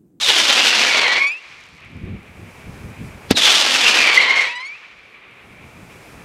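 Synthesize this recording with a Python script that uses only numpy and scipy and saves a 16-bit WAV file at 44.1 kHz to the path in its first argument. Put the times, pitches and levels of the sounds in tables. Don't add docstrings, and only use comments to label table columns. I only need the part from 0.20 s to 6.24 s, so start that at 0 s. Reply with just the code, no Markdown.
import sys
import numpy as np
from scipy import signal
from scipy.fft import rfft, irfft, next_fast_len
from scipy.io import wavfile

SR = 44100
rng = np.random.default_rng(int(sys.argv[2]) if len(sys.argv) > 2 else 0)


def generate_wav(sig):
    pcm = np.round(np.clip(np.atleast_2d(sig).T, -1, 1) * 32767).astype(np.int16)
    wavfile.write(sys.argv[1], SR, pcm)


def nominal_scale(level):
    x = np.asarray(level, float) / 20
    return 10 ** x


N = 266540
T = np.arange(N) / SR
LAUNCH_S = (-.03, 3.11)

# frequency in Hz, level in dB.
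ROAR = [(40, -52), (120, -30), (220, -13), (660, -8), (2000, -7), (3500, -3), (5000, -7), (7000, -20),
        (15000, -50), (20000, -120)]
# frequency in Hz, level in dB.
FIZZ = [(300, -90), (1500, -30), (3500, -4), (6000, -3), (9000, -13), (12000, -21), (15500, -32),
        (20000, -120)]


def unit(x):
    return x / np.sqrt(np.mean(x ** 2) + 1e-20)


def curves(rows, t=T):
    s, *cols = np.transpose(rows)
    return [np.interp(t, s, c) for c in cols]


def gate(start, end, fade, t=T):
    return np.clip(np.minimum(t - start, end - t) / fade + 1, 0, 1)


def during(start, end):
    return slice(max(round(start * SR) - 900, 0), round(end * SR) + 900)


def since_launch():
    return T - np.where(T < LAUNCH_S[1], *LAUNCH_S)


def wobble(rate):
    knots = np.sqrt(3 / 2) * rng.standard_normal(N // 128)
    return np.interp(T * rate, np.arange(len(knots)), knots)


def low(x, hz):
    return signal.sosfilt(signal.butter(2, hz, fs=SR, output="sos"), x)


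def colour(x, points):
    m = next_fast_len(N + 8192)
    f, db = np.transpose(points)
    bins_hz = np.fft.rfftfreq(m, 1 / SR)
    gain = nominal_scale(np.interp(np.log(bins_hz + 1), np.log(f), db))
    return unit(irfft(rfft(x, m) * gain, m)[:N])


def noise(points):
    return colour(rng.standard_normal(N), points)


def shocks(rate, spread_db, smooth):
    when, size, plain = rng.random(N), rng.standard_normal(N), rng.standard_normal(N)
    sizes = nominal_scale(spread_db * np.clip(size, -3, 2.2))
    jumps = (when < rate / SR) * sizes * np.sign(plain)
    return unit(jumps) + smooth * plain[::-1]


def resonate(x, hz, width_hz):
    turn = np.exp(2j * np.pi * np.cumsum(hz) / SR)
    hold = np.exp(-np.pi * width_hz / SR)
    ringing = signal.lfilter([1], [1, -hold], x / turn)
    return unit((ringing * turn).imag)


def spin(flares, length):
    beam = np.zeros(N)
    for s, db in flares:
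        span = during(s, s + .15)
        u = np.clip((T[span] - s + .006) / (.25 * length), 0, 60)
        beam[span] += nominal_scale(db) * u * np.exp(1 - u)
    return beam


def night():
    # time in seconds, level in dB.
    gusts = [(1.22, -75), (1.274, -60), (1.676, -52), (1.762, -34), (1.936, -35), (2.08, -47), (2.1, -44),
             (2.186, -36), (2.306, -45), (2.5, -37), (2.722, -40), (2.812, -29), (2.95, -43), (3.08, -41),
             (4.6, -69), (5.634, -42), (5.654, -48), (6.04, -42)]
    # frequency in Hz, level in dB.
    buffet = [(20, -24), (40, -5), (100, 0), (200, -3), (400, -16), (900, -40), (3000, -120)]
    # frequency in Hz, level in dB.
    far_hum = [(30, -30), (150, -8), (400, 0), (900, -4), (1800, -8), (4000, -24), (6000, -45),
               (12000, -120)]
    # frequency in Hz, level in dB.
    far_walls = [(200, -50), (700, -26), (1150, -9), (1550, -13), (1950, -8), (2350, 0), (2850, -11),
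                 (4000, -22), (6000, -45), (12000, -120)]
    # frequency in Hz, level in dB.
    mic_hiss = [(1500, -30), (3500, -3), (5000, 0), (10000, -4), (14800, -11), (16000, -16)]
    # frequency in Hz, level in dB.
    afterglow = [(300, -24), (600, -6), (1500, -5), (3000, 0), (4500, -2), (6400, -10), (9000, -22),
                 (14000, -38), (17000, -80)]
    # time in seconds, level in dB, seconds to fade by 60 dB.
    burn_out = [
        (1.3, -48, 2.2),
        (4.45, -49, 2.4),
    ]

    since = T - np.where(T < LAUNCH_S[1] + .06, 1.1, 4.4)

    def recovered(spread_s):
        return 1 / (1 + np.exp((.85 - since) / spread_s))

    wind_db = np.where(since < -.08, -55, curves(gusts)[0])
    wind = nominal_scale(wind_db) * unit(nominal_scale(3.5 * wobble(25)) * noise(buffet))
    hum_db = -61 + 14 * recovered(.3)
    hum = nominal_scale(hum_db + 3) * noise(far_hum)
    hiss_db = -75 + 21 * recovered(.2)
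    hiss = nominal_scale(hiss_db + 1.2 * wobble(15)) * noise(mic_hiss)
    echo_db = -50 + 8 * np.exp(-np.abs(since) / .4)
    echo = nominal_scale(echo_db + 1.5 + 1.5 * wobble(25)) * noise(far_walls)
    glow = np.zeros(N)
    for s, db, t60 in burn_out:
        glow += nominal_scale(db - 60 * np.abs(T - s) / t60) * (T > s - .35)
    return wind + glow * noise(afterglow) + hum + echo + hiss


def sparks():
    # time in seconds, peak level in dB.
    embers = [(1.4057, -39), (1.4666, -40), (1.4885, -43), (1.5564, -43), (1.5663, -45), (1.6043, -42),
              (1.6492, -39), (1.701, -47), (1.718, -44), (1.7679, -41), (1.8532, -45), (2.0318, -42),
              (2.3116, -40), (2.358, -41), (2.7033, -38), (2.8774, -38), (4.7714, -51), (4.79, -46),
              (4.8349, -51), (4.8574, -49), (5.0094, -54), (5.1128, -45)]
    snaps = np.zeros(N)
    for s, db in embers:
        snaps[round(s * SR)] = nominal_scale(db + 2)
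    snaps = np.convolve(snaps, [.3, .7, .2, -.6, -.6, -.1, .1], "same")
    dying = nominal_scale(-60) * gate(1.1, 1.45, .35) + nominal_scale(-84) * gate(4.55, 4.7, .4)
    return snaps + dying * colour(shocks(140, spread_db=4, smooth=.6), FIZZ)


def pop():
    # blast time in seconds, blast in dB, gas leak time in seconds, leak in dB.
    shot = (3.11, 3, 3.1045, -14)
    # pitch in Hz, level in dB, seconds to fade by 60 dB.
    launch_tube = [(94, -15, .09), (255, 1, .035), (425, -4, .03), (200, -6, .05), (1000, -10, .015)]
    blast_s, blast_db, leak_s, leak_db = shot
    t = np.clip(T - blast_s, 0, None)
    blast = -1.6 * np.sin(np.pi * np.clip(t / .001, 0, 1))
    ring = np.zeros(N)
    for hz, level, t60 in launch_tube:
        ring += nominal_scale(level - 60 * t / t60) * np.sin(2 * np.pi * hz * np.clip(t - .001, 0, None))
    crack = nominal_scale(3 - 60 * t / .007) * (t > .0007) * low(rng.standard_normal(N), 10500)

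    since = T - leak_s
    dying = nominal_scale(leak_db - 60 * np.clip(since - .012, 0, None) / .055) * np.clip(since / .002, 0, 1)
    seeping = nominal_scale(leak_db - 18 + 1000 * np.clip(since, -1, 0)) * (since <= 0)
    leak = (dying + seeping) * noise(ROAR[2:])
    return nominal_scale(blast_db) * (blast + .6 * ring + crack) + leak


def ignition():
    # start in seconds, end in seconds, first pitch in Hz, last pitch in Hz, level in dB.
    whistles = [(.02, .095, 3800, 3300, -18), (3.146, 3.195, 4000, 3650, -17),
                (3.22, 3.33, 3450, 3250, -16), (.66, .78, 2330, 2250, -21), (.45, .53, 2750, 2720, -20),
                (.84, .94, 2300, 2280, -23), (3.8, 3.9, 2200, 1980, -22), (3.9, 3.99, 2250, 2280, -21)]
    out = np.zeros(N)
    for start, end, hz, end_hz, db in whistles:
        span = during(start, end)
        pitch = np.interp(T[span], [start, end], [hz, end_hz]) * (1 + .025 * wobble(150)[span])
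        swell = nominal_scale(db + 1.8 * wobble(110)[span]) * gate(start + .015, end, .015, T[span])
        out[span] += swell * np.sin(2 * np.pi * np.cumsum(pitch) / SR)
    return out


def song(rows, beam, rough, share, octave_db, start, end, uneven_db):
    first, last = rows[0][0], rows[-1][0]
    span = during(first, last)
    t = T[span]
    hz, db = curves(rows, t)
    beam = share * beam[span]
    loose = rough * np.interp(t, [first, last], [1.7, .3])
    phase = 2 * np.pi * np.cumsum(hz * (1 + .014 * loose * wobble(200)[span])) / SR
    tone = nominal_scale(db + 2.5 * loose * wobble(90)[span]) * np.sin(phase)

    over_db = db + octave_db - 42 * np.log2(hz / hz.min())
    octave = (nominal_scale(over_db - 4 + 4.5 * wobble(50)[span]) + 2.5 * beam) * np.sin(2 * phase)
    over = np.zeros(len(t))
    for k, fall_db in enumerate((2, -4, -12), start=3):
        over += beam * nominal_scale(fall_db + 4 * wobble(40)[span]) * np.sin(k * phase)

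    half_db = db + uneven_db - 22 * (1 - gate(start, end, .05, t))
    facing = .2 + np.clip(beam / nominal_scale(half_db - 9), 0, 1.2)
    odd = np.zeros(len(t))
    for k, fall_db in enumerate((1, -7, -22, -30, -38), start=1):
        odd += nominal_scale(fall_db) * np.sin((k + .5) * phase)
    half = nominal_scale(half_db) * (np.sin(phase / 2) + facing * odd)

    out = np.zeros(N)
    out[span] = np.sqrt(2) * gate(first, last, .012, t) * (tone + octave + over + half)
    return out


def singing():
    # time in seconds, pitch in Hz, tone level in dB.
    songs = [
        [(.8, 2370, -22), (.855, 2090, -19), (.9, 1960, -22), (.95, 1970, -23), (.99, 2150, -24),
         (1.02, 2220, -17), (1.055, 2220, -18), (1.105, 2375, -22), (1.19, 2755, -38)],
        [(.94, 2300, -24), (.97, 2250, -17), (1.0, 2400, -24), (1.07, 2480, -23), (1.135, 2750, -36)],
        [(3.98, 2148, -26), (4.012, 2080, -20), (4.054, 2000, -23), (4.09, 2130, -20), (4.266, 2200, -24),
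         (4.298, 2500, -29), (4.345, 2760, -38)],
        [(4.2, 2120, -18), (4.24, 2000, -26), (4.306, 1921, -31), (4.38, 1964, -30), (4.526, 2364, -33),
         (4.57, 2680, -44)],
    ]
    # roughness, share of the beam, octave level in dB, start and end in seconds
    # of the alternating shocks, half pitch in dB against the tone.
    singers = [
        (.8, 1, -16, 1.0, 1.06, -13),
        (.8, .1, -24, .94, .95, -45),
        (1.6, .3, -11, 4.06, 4.25, -11),
        (.8, 1, -11, 4.29, 4.42, -7),
    ]
    # time in seconds, peak level in dB.
    sweeps = [(1.022, -38), (1.072, -33), (1.118, -42), (4.255, -38), (4.31, -43), (4.358, -36),
              (4.405, -43), (4.455, -41)]
    beam = nominal_scale(-12) * spin(sweeps, .034)
    return sum(song(rows, beam, *singer) for rows, singer in zip(songs, singers))


def burn():
    # time in seconds, tube pitch in Hz, burn strength in dB.
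    flights = [
        [(0.0, 3540, -24), (0.052, 3450, -23), (0.09, 3420, -14), (0.162, 3090, -17), (0.262, 3050, -17),
         (0.65, 2530, -19.5), (0.878, 2130, -22), (0.975, 2240, -24), (1.05, 2240, -35)],
        [(3.16, 3630, -22), (3.174, 3630, -15), (3.204, 3480, -18), (3.286, 3290, -13), (3.41, 2990, -19),
         (3.876, 2420, -18), (4.09, 2100, -23), (4.26, 2190, -25), (4.33, 2240, -36)],
    ]
    # time in seconds, peak level in dB.
    nozzle_flares = [(0.0114, -11), (0.0348, -8), (0.0654, -10), (0.0887, -6), (0.1825, -7), (0.4638, -11),
                     (0.5516, -11), (0.632, -12), (0.6674, -13), (0.7724, -12), (0.8145, -13),
                     (0.8684, -14), (0.9254, -14), (0.9674, -14), (1.0234, -20), (3.1737, -4), (3.2494, -9),
                     (3.3034, -7), (3.3484, -9), (3.4054, -9), (3.5334, -11), (3.6084, -11), (3.6794, -10),
                     (3.7754, -11), (3.8676, -7), (3.9484, -14), (4.0104, -14), (4.0974, -18),
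                     (4.1584, -17), (4.2094, -20)]
    # frequency in Hz, level in dB.
    nozzle_mouth = [(100, -60), (600, -24), (1800, 0), (5000, 0), (12000, -20)]

    hz, ring_db = curves(flights[0] + flights[1])
    age = since_launch()
    alight = sum(gate(rows[0][0] + .01, rows[-1][0], .02) for rows in flights)
    roar_db = ring_db - 7 - 12 * np.exp(-age / .2) - 4.5 * age ** 4
    fizz_db = ring_db - 10.5 - 1.5 * age
    facing = .82 + np.clip(spin(nozzle_flares, .035) / nominal_scale(fizz_db + 25), 0, .8)

    crack = shocks(2100, spread_db=3.6, smooth=.45)
    roar = nominal_scale(roar_db + 10 + 1.2 * wobble(40)) * facing ** .5 * colour(crack, ROAR)
    fizzing = .6 * shocks(1500, spread_db=5, smooth=.4) + crack
    fizz = nominal_scale(fizz_db + 4.5 + 1.8 * wobble(45)) * facing * colour(fizzing, FIZZ)

    wide = resonate(crack, hz * (1.17 + .02 * wobble(12)), width_hz=1400)
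    rattle = shocks(1800, spread_db=4, smooth=.5)
    narrow = np.zeros(N)
    for k in (.95, 1.02):
        strength = nominal_scale(3 * wobble(18) - 2.2)
        narrow += strength * resonate(rattle, hz * (k + .022 * wobble(14)), width_hz=150)
    ring_level = nominal_scale(ring_db - 4 + 7 * np.log2(3600 / hz) + 1.2 * wobble(30))
    ring = ring_level * facing ** .3 * colour(wide + nominal_scale(-.5) * narrow, nozzle_mouth)

    grouped = np.zeros(N)
    for k, share in ((.25, .35), (.5, .6), (1.5, 1.3), (2, 1.3)):
        grouped += share * resonate(crack, k * hz, width_hz=150 * (k + .5))
    grouped = signal.sosfilt(signal.butter(2, 420, "high", fs=SR, output="sos"), grouped)
    groups = nominal_scale(roar_db + 2.5) * np.clip((2500 - hz) / 350, 0, 1) * grouped
    return alight * (roar + fizz + ring + groups)


def flight(x):
    since = since_launch()
    far = np.clip(since / 1.15, 0, 1) ** 2
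    x = x + .45 * far * (low(x, 7000) - x) - .6 * far * low(x, 260)
    lag_s = .0042 * (1 - np.exp(-since / .2))
    ground = np.interp(T - lag_s, T, low(x, 1800))
    return x + .7 * np.exp(-since / .4) * ground


def yard(x):
    t = T[:SR // 2]
    tail = low(rng.standard_normal(len(t)), 5000) * nominal_scale(-60 * t / .5) * (t > .03)
    return signal.fftconvolve(x, tail / np.linalg.norm(tail))[:N]


def scene():
    background = night() + sparks()
    shot = pop()
    roar = flight(burn())
    scattered = nominal_scale(-19) * yard(roar + .4 * shot)
    return (background + shot + scattered + ignition() + singing() + roar)[None]


def band_limit(x):
    return signal.sosfilt(signal.butter(12, 16130, fs=SR, output="sos"), x)


def record(dry):
    clipped = dry / (1 + np.abs(dry / 1.02) ** 6) ** (1 / 6)
    limited = signal.sosfiltfilt(signal.butter(12, 16000, fs=SR, output="sos"), clipped)
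    return band_limit(np.clip(limited, -1, 1))


dry = scene()
out = record(dry)
generate_wav(out)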